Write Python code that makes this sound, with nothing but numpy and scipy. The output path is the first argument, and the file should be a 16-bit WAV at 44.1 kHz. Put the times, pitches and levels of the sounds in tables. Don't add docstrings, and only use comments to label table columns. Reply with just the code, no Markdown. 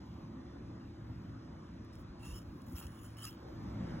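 import sys
import numpy as np
from scipy import signal
from scipy.fft import rfft, irfft
from scipy.io import wavfile
from scipy.ndimage import uniform_filter1d, map_coordinates

SR = 44100
rng = np.random.default_rng(int(sys.argv[2]) if len(sys.argv) > 2 else 0)


def digitize_waveform(pressure):
    field = np.atleast_2d(pressure).T
    bounded = np.clip(field, -1, 1)
    quanta = np.round(bounded * 32767).astype(np.int16)
    wavfile.write(sys.argv[1], SR, quanta)


N = 176400
T, HZ = np.arange(N) / SR, np.fft.rfftfreq(N, 1 / SR)


def amp(db):
    return 10 ** (np.asarray(db) / 20)


def unit(x):
    return x / np.sqrt(np.mean(abs(x) ** 2) + 1e-30)


def read(points, hz):
    f, value = np.transpose(points)
    return np.interp(np.log(hz + 1), np.log(f + 1), value)


def wander(rate_hz):
    return unit(irfft(rfft(rng.standard_normal(N)) / (1 + (HZ / rate_hz) ** 4), N))


def pair(a, b, likeness):
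    likeness = np.clip(likeness, 0, 1)
    return np.array([a, likeness * a + np.sqrt(1 - likeness ** 2) * b])


def mode(f, hz, width_hz):
    return 1j * f * width_hz / (hz ** 2 - f ** 2 + 1j * f * width_hz)


def tone(hz, width_hz):
    phase = 2 * np.pi * hz * T
    return unit(wander(width_hz) * np.cos(phase) + wander(width_hz) * np.sin(phase))


def whine():
    return amp(-89.5) * tone(3490, width_hz=6)


# f/Hz, relative density/dB
STREET_SPECTRUM = [(20, -20), (35, -16.5), (62, 0.5), (130, -1.93), (250, -1.5), (345, -6.5), (395, -18),
                   (560, -16.5), (750, -20.5), (1150, -20.5), (2400, -34.5), (3500, -37), (5300, -37.5),
                   (8000, -52), (12000, -56.5), (14000, -65.5), (16000, -86)]
# f/Hz, correlation/0-1
STREET_LIKENESS = [(20, 0.67), (60, 0.91), (120, 0.99), (340, 0.98), (520, 0.21), (850, 0.8), (1200, 0.29),
                   (2400, 0.5), (3500, 0.91), (4700, 1), (5800, 1), (16000, 1)]
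# f/Hz, level/dB against the rumble noise
ENGINE_TONES = [(67, -14), (111.5, -8), (322, -17), (354, -20)]
# t/s, rumble level/dB, tyre roar level/dB
TRAFFIC_LEVELS = [(0, -52.5, -59.5), (.3, -48.5, -61.5), (.55, -47, -61), (1.0, -50, -62),
                  (1.18, -47.5, -61), (1.4, -47.5, -61), (1.6, -50.5, -61), (2.2, -50, -61.5),
                  (2.7, -50.5, -61.5), (3.3, -52, -61.5), (3.48, -49.5, -57.5), (3.63, -44, -57),
                  (3.87, -43, -53), (4.0, -42, -53)]
def traffic():
    crossover_hz, hiss_hz, hiss_swell_share, patch_db = 440, 3000, 0.78, 2
    frames, f = N // 512 + 5, np.fft.rfftfreq(2048, 1 / SR)
    re_a, im_a, re_b, im_b, patches = rng.standard_normal((frames, len(f), 5)).T
    patches = unit(uniform_filter1d(uniform_filter1d(patches, size=12, axis=0), size=8, axis=1))
    cells = pair(re_a + 1j * im_a, re_b + 1j * im_b, read(STREET_LIKENESS, f)[:, None])
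    noise = signal.istft(cells * amp(patch_db * patches), nperseg=2048, noverlap=1536)[1][:, :N]
    street = rfft(noise) * amp(read(STREET_SPECTRUM, HZ))
    lowpass = 1 / (1 + (HZ / crossover_hz) ** 8)
    highpass = 1 - 1 / (1 + (HZ / hiss_hz) ** 2)
    rumble = unit(irfft(street * lowpass, N))
    rumble += sum(amp(db) * tone(hz, width_hz=3.96) for hz, db in ENGINE_TONES)
    roar = unit(irfft(street * (1 - lowpass), N))
    hiss = irfft(rfft(roar) * highpass, N)
    times, *levels = np.transpose(TRAFFIC_LEVELS)
    rumble_db, roar_db = (np.interp(T, times, db) for db in levels)
    hiss_db = roar_db[0] + hiss_swell_share * (roar_db - roar_db[0])
    return rumble * amp(rumble_db) + (roar - hiss) * amp(roar_db) + hiss * amp(hiss_db)


# centre t/s, half length/s, level/dB
FINGER_SLIDES = [(0.11, 0.19, -84), (.85, 0.052, -88), (1.174, 0.16, -84), (3.542, 0.18, -77.5)]
def finger_slides():
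    whisper = irfft(rfft(rng.standard_normal(N)) * mode(HZ, 13350, width_hz=1500) ** 2, N)
    whisper = unit(whisper * amp(4 * wander(rate_hz=34.8)))
    return whisper * sum(amp(db) * np.exp(-((T - s) / half) ** 2) for s, half, db in FINGER_SLIDES)


# centre t/s, peak level/dB, f/Hz, half length/s
HAND_BUMPS = [(2.107, -43, 58, 0.012), (2.334, -39.5, 58, 0.014), (2.491, -41.5, 71, 0.012),
              (2.751, -36, 79.5, 0.011), (2.863, -39, 74, 0.014)]
def hand_bumps():
    out = np.zeros(N)
    for centre, db, hz, half in HAND_BUMPS:
        envelope = amp(db) * np.exp(-((T - centre) / half) ** 2)
        out += envelope * np.cos(2 * np.pi * (hz * (T - centre) + rng.random()))
    return out


# t/s, peak level/dB, f/Hz, rise/s, decay/s
SOCKET_KNOCKS = [(2.8124, -42.5, 1140, 0.0011, 0.00042), (3.2422, -49.5, 1260, 0.0062, 0.011),
                 (3.262, -55, 1170, 0.0026, .002)]
def socket_knocks():
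    out = np.zeros(N)
    for start, db, hz, rise, decay in SOCKET_KNOCKS:
        t = np.maximum(T - start, 0)
        envelope = np.minimum(t / rise, 1) * np.exp(-np.maximum(t - rise, 0) / decay)
        out += amp(db) * envelope * np.sin(2 * np.pi * hz * t)
    return out


# f/Hz, nominal width/Hz, relative level/dB
WOOD_MODES = [(3175, 150, 7), (4660, 1200, -9), (5400, 200, 9.5), (7050, 760, 3), (8070, 260, 4),
              (9350, 120, 2), (9600, 480, 8.5), (10540, 430, 2.5), (11520, 250, -6), (13400, 670, 1),
              (14000, 570, 0), (15830, 370, 6.5)]
# f/Hz, relative density/dB
CONTACT_SPECTRUM = [(300, -33), (900, -6.5), (1800, 1), (2400, -11), (3700, -3.5), (6200, -1.5),
                    (9000, -15), (11200, -8), (13500, -2), (16000, -5)]
def wood(f):
    mode_power = sum(abs(amp(db) * mode(f, hz, width) ** 2.2) ** 2 for hz, width, db in WOOD_MODES)
    log_gain = np.log(amp(read(CONTACT_SPECTRUM, f)) ** 2 + mode_power) / 2
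    mirrored = np.r_[log_gain, log_gain[-2:0:-1]]
    return np.exp(np.conj(signal.hilbert(mirrored)))[:len(f)]


# t/s, level/dB (energy spread over 2 ms), relative spindle ring/dB
CHAR_SNAPS = [(1.848, -68, -6), (1.9275, -76, -15), (1.955, -62, -3), (2.259, -66, -15), (2.389, -58, -8),
              (2.419, -62, -15), (2.583, -77, -20), (2.619, -60.5, -20), (2.668, -70, -15),
              (2.684, -63.5, -23), (2.723, -60, -20), (2.767, -54, -8), (2.783, -50, -17), (2.791, -57, -6),
              (2.802, -54, -20), (2.827, -59, -6), (2.868, -53, -10), (2.871, -57, -4), (2.882, -63, -15),
              (2.920, -68, -15), (2.992, -62, 0), (3.016, -67, -12), (3.035, -64, -14), (3.045, -61, -12),
              (3.106, -66, -12), (3.169, -62, -2), (3.186, -55.5, -2), (3.2531, -41.5, -15),
              (3.266, -52, -8), (3.268, -64, 3), (3.283, -60, -10), (3.309, -59, -10), (3.329, -60, -8)]
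def char_snaps():
    crumble_decay_s, level_span_s, dull_hz = .0008, .002, 11100
    out, size = np.zeros((2, N)), 2 ** 11
    f, t = np.fft.rfftfreq(size, 1 / SR), np.arange(size) / SR
    treble_ring = 1 + amp(3) * mode(f, 10500, width_hz=1600)
    colour = unit(wood(f) * treble_ring / (1 + 1j * f / dull_hz) ** 2)
    spindle = unit(mode(f, 2950, width_hz=300))
    for start, db, ring_db in CHAR_SNAPS:
        at = round(start * SR)
        push = (t == 0) + .2 * rng.standard_normal(size) * np.exp(-t / crumble_decay_s)
        click = irfft(rfft(push) * (colour + amp(ring_db) * spindle))
        out[:, at:at + size] += amp(db) * np.sqrt(level_span_s * SR) * click / np.linalg.norm(click)
    return out


def tip_friction():
    grains_per_s, grain_spread_db, grit_per_s, grit_decay_s = 3800, 3, 55, 0.00076
    grains = rng.choice([-1, 1], N) * amp(grain_spread_db * np.minimum(rng.exponential(1, N), 4))
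    grains *= rng.random(N) < grains_per_s / SR
    rub = amp(0.5) * rng.standard_normal(N)
    friction = pair(unit(unit(grains) + rub), rng.standard_normal(N), likeness=.94)
    catches = np.minimum(rng.exponential(1, N), 2) * (rng.random(N) < grit_per_s / SR)
    grit = signal.lfilter([1], [1, -np.exp(-1 / (grit_decay_s * SR))], catches)
    judder = amp(-0.26 * wander(rate_hz=130))
    return unit(friction * judder * (1 + amp(-0.5) * grit))


# t/s, length/s, drive level/dB, swell/dB, first ring f/Hz, level/dB, half-width/Hz,
# second ring f/Hz, level/dB, third ring f/Hz, socket ring level/dB, tilt/dB per octave, ring glide/share
SPINDLE_TWISTS = [ (1.923, 0.046, -74, -5, 2750, -15, 220, 5310, 3, 8300, -6, -1, 0.017),
                  (1.978, 0.044, -73, -5, 3140, -16, 90, 5400, -9, 9200, -16, 1, -0.0042),
                  (2.184, 0.071, -68, 21.5, 2730, -1, 70, 5400, -14, 9300, -14, -3, 0),
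                  (2.253, 0.075, -60, 1, 2750, -4.5, 85, 5580, -8, 10100, -11, -1.5, 0.012),
                  (2.329, 0.058, -60.5, 1, 2990, -3, 100, 5270, -5, 10230, -5.5, 1, 0.016),
                  (2.392, 0.038, -73.5, -13, 3050, -9, 120, 5270, -4, 10300, 2.5, 2, -0.0099),
                  (2.42, 0.23, -78, 6, 2850, -21, 200, 5400, -10, 12600, -11, 4, -0.011),
                  (2.656, 0.084, -65.5, 4, 2750, -27, 200, 5300, -30, 12300, -7, 4.5, 0.012),
                  (2.745, 0.02, -58.5, 8, 2820, -12, 170, 5700, -19, 11700, -13, -2.5, 0),
                  (2.764, 0.037, -52.5, 0, 2660, -10, 330, 5550, -23, 12000, -14, 4, 0.0085),
                  (2.811, 0.044, -57.5, -6, 2700, -6, 260, 5440, -23, 9640, -11, 2.5, -0.025),
                  (2.86, 0.13, -70.5, 1, 2950, -6.5, 230, 5400, -20, 10200, -6, 1.5, 0),
                  (2.987, 0.049, -66, 7, 3000, -9, 170, 6930, -9, 10200, -9, 6, 0.0093),
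                  (3.038, .028, -61.5, -2, 3040, -6.5, 170, 6970, -10, 9950, -5, 0.5, -0.0052),
                  (3.068, 0.081, -70.5, -2, 3060, -14, 150, 5340, -22, 9700, -10, -3.5, -0.0039),
                  (3.162, 0.015, -63, -3, 2970, -4, 220, 5300, -8, 9900, -3.5, 3, 0),
                  (3.177, 0.039, -59, 1, 3040, -4, 120, 5440, -14, 10100, -5.5, -1.5, -0.0047),
                  (3.212, 0.02, -55, 4, 3030, -2.5, 110, 5220, -11, 10150, -6.5, -1, 0.022),
                  (3.233, 0.022, -52, -6, 2960, -10, 240, 5050, 0, 10400, -10, -1.5, 0.0044),
                  (3.253, 0.025, -54, 2, 2750, -2, 110, 5400, -10, 11900, -19, -2.5, 0.0068),
                  (3.274, 0.016, -57, -2, 2950, -5, 380, 5290, 0, 12000, -12, 6, 0),
                  (3.293, 0.054, -67.5, -10, 3090, 0.5, 170, 5120, -14, 12100, -23, 3, -0.0014)]
def spindle_twists():
    attack_s, release_s, dense_ring_decay_s, dense_ring_db = 0.0083, 0.0044, 0.011, 3.5
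    second_half_hz, third_half_hz, third_db = 90, 270, -7
    socket_hz, socket_half_hz = 1320, 200
    lean_db = np.array([[-1.75], [1.75]])
    out, size = np.zeros((2, N)), 2 ** 14
    f, t = np.fft.rfftfreq(size, 1 / SR), np.arange(size) / SR
    friction, body = tip_friction(), wood(f)
    for (start, length, db, swell_db, first_hz, first_db, first_half_hz,
         second_hz, second_db, third_hz, socket_db, tilt_db, glide) in SPINDLE_TWISTS:
        at = round(start * SR)
        progress = np.minimum(t / length, 1) - .5
        envelope = np.minimum(t / attack_s, 1) * np.exp(-np.maximum(t - length, 0) / release_s)
        drive = rfft(friction[:, at:at + size] * envelope * amp(db + swell_db * progress))
        dense_ring = rng.standard_normal(size) * np.exp(-t / dense_ring_decay_s)
        narrow_modes = 1 + amp(dense_ring_db) * rfft(dense_ring / np.linalg.norm(dense_ring))
        tilt = amp(tilt_db * np.log2(f / first_hz + 0.12))
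        rasp = irfft(drive * unit(body * narrow_modes * tilt))
        rings = [(first_hz, first_half_hz, first_db + lean_db),
                 (second_hz, second_half_hz, second_db),
                 (third_hz, third_half_hz, third_db),
                 (socket_hz, socket_half_hz, socket_db + lean_db)]
        response = sum(amp(ring_db) * unit(mode(f, hz, 2 * half) ** 2) for hz, half, ring_db in rings)
        ringing = irfft(drive * response)
        positions = np.cumsum(1 + glide * progress)
        gliding = np.array([map_coordinates(side, [positions]) for side in ringing])
        out[:, at:at + size] += rasp + gliding
    return out


def scene():
    handwork = spindle_twists() + char_snaps() + socket_knocks() + finger_slides() + hand_bumps()
    return handwork + traffic() + whine()


# f/Hz, lead of the left/rad
PORT_PHASE = [(0, 0), (430, -.1), (650, -2.5), (1000, -.6), (1700, .6), (3700, 1.6), (4700, 3.14),
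              (7000, 6.2), (11100, 12.5), (16000, 20)]
def record(dry):
    fade_s, cutoff_hz = .004, 15850
    lead = np.interp(HZ, *np.transpose(PORT_PHASE))
    ported = irfft(rfft(dry) * np.exp(.5j * np.array([lead, -lead])), N)
    fade = np.minimum(np.minimum(T, T[::-1]) / fade_s, 1)
    lowpass = signal.firwin(511, cutoff_hz, window=("kaiser", 9), fs=SR)
    return signal.oaconvolve(ported * fade, lowpass[None], "same")


dry = scene()
out = record(dry)
digitize_waveform(out)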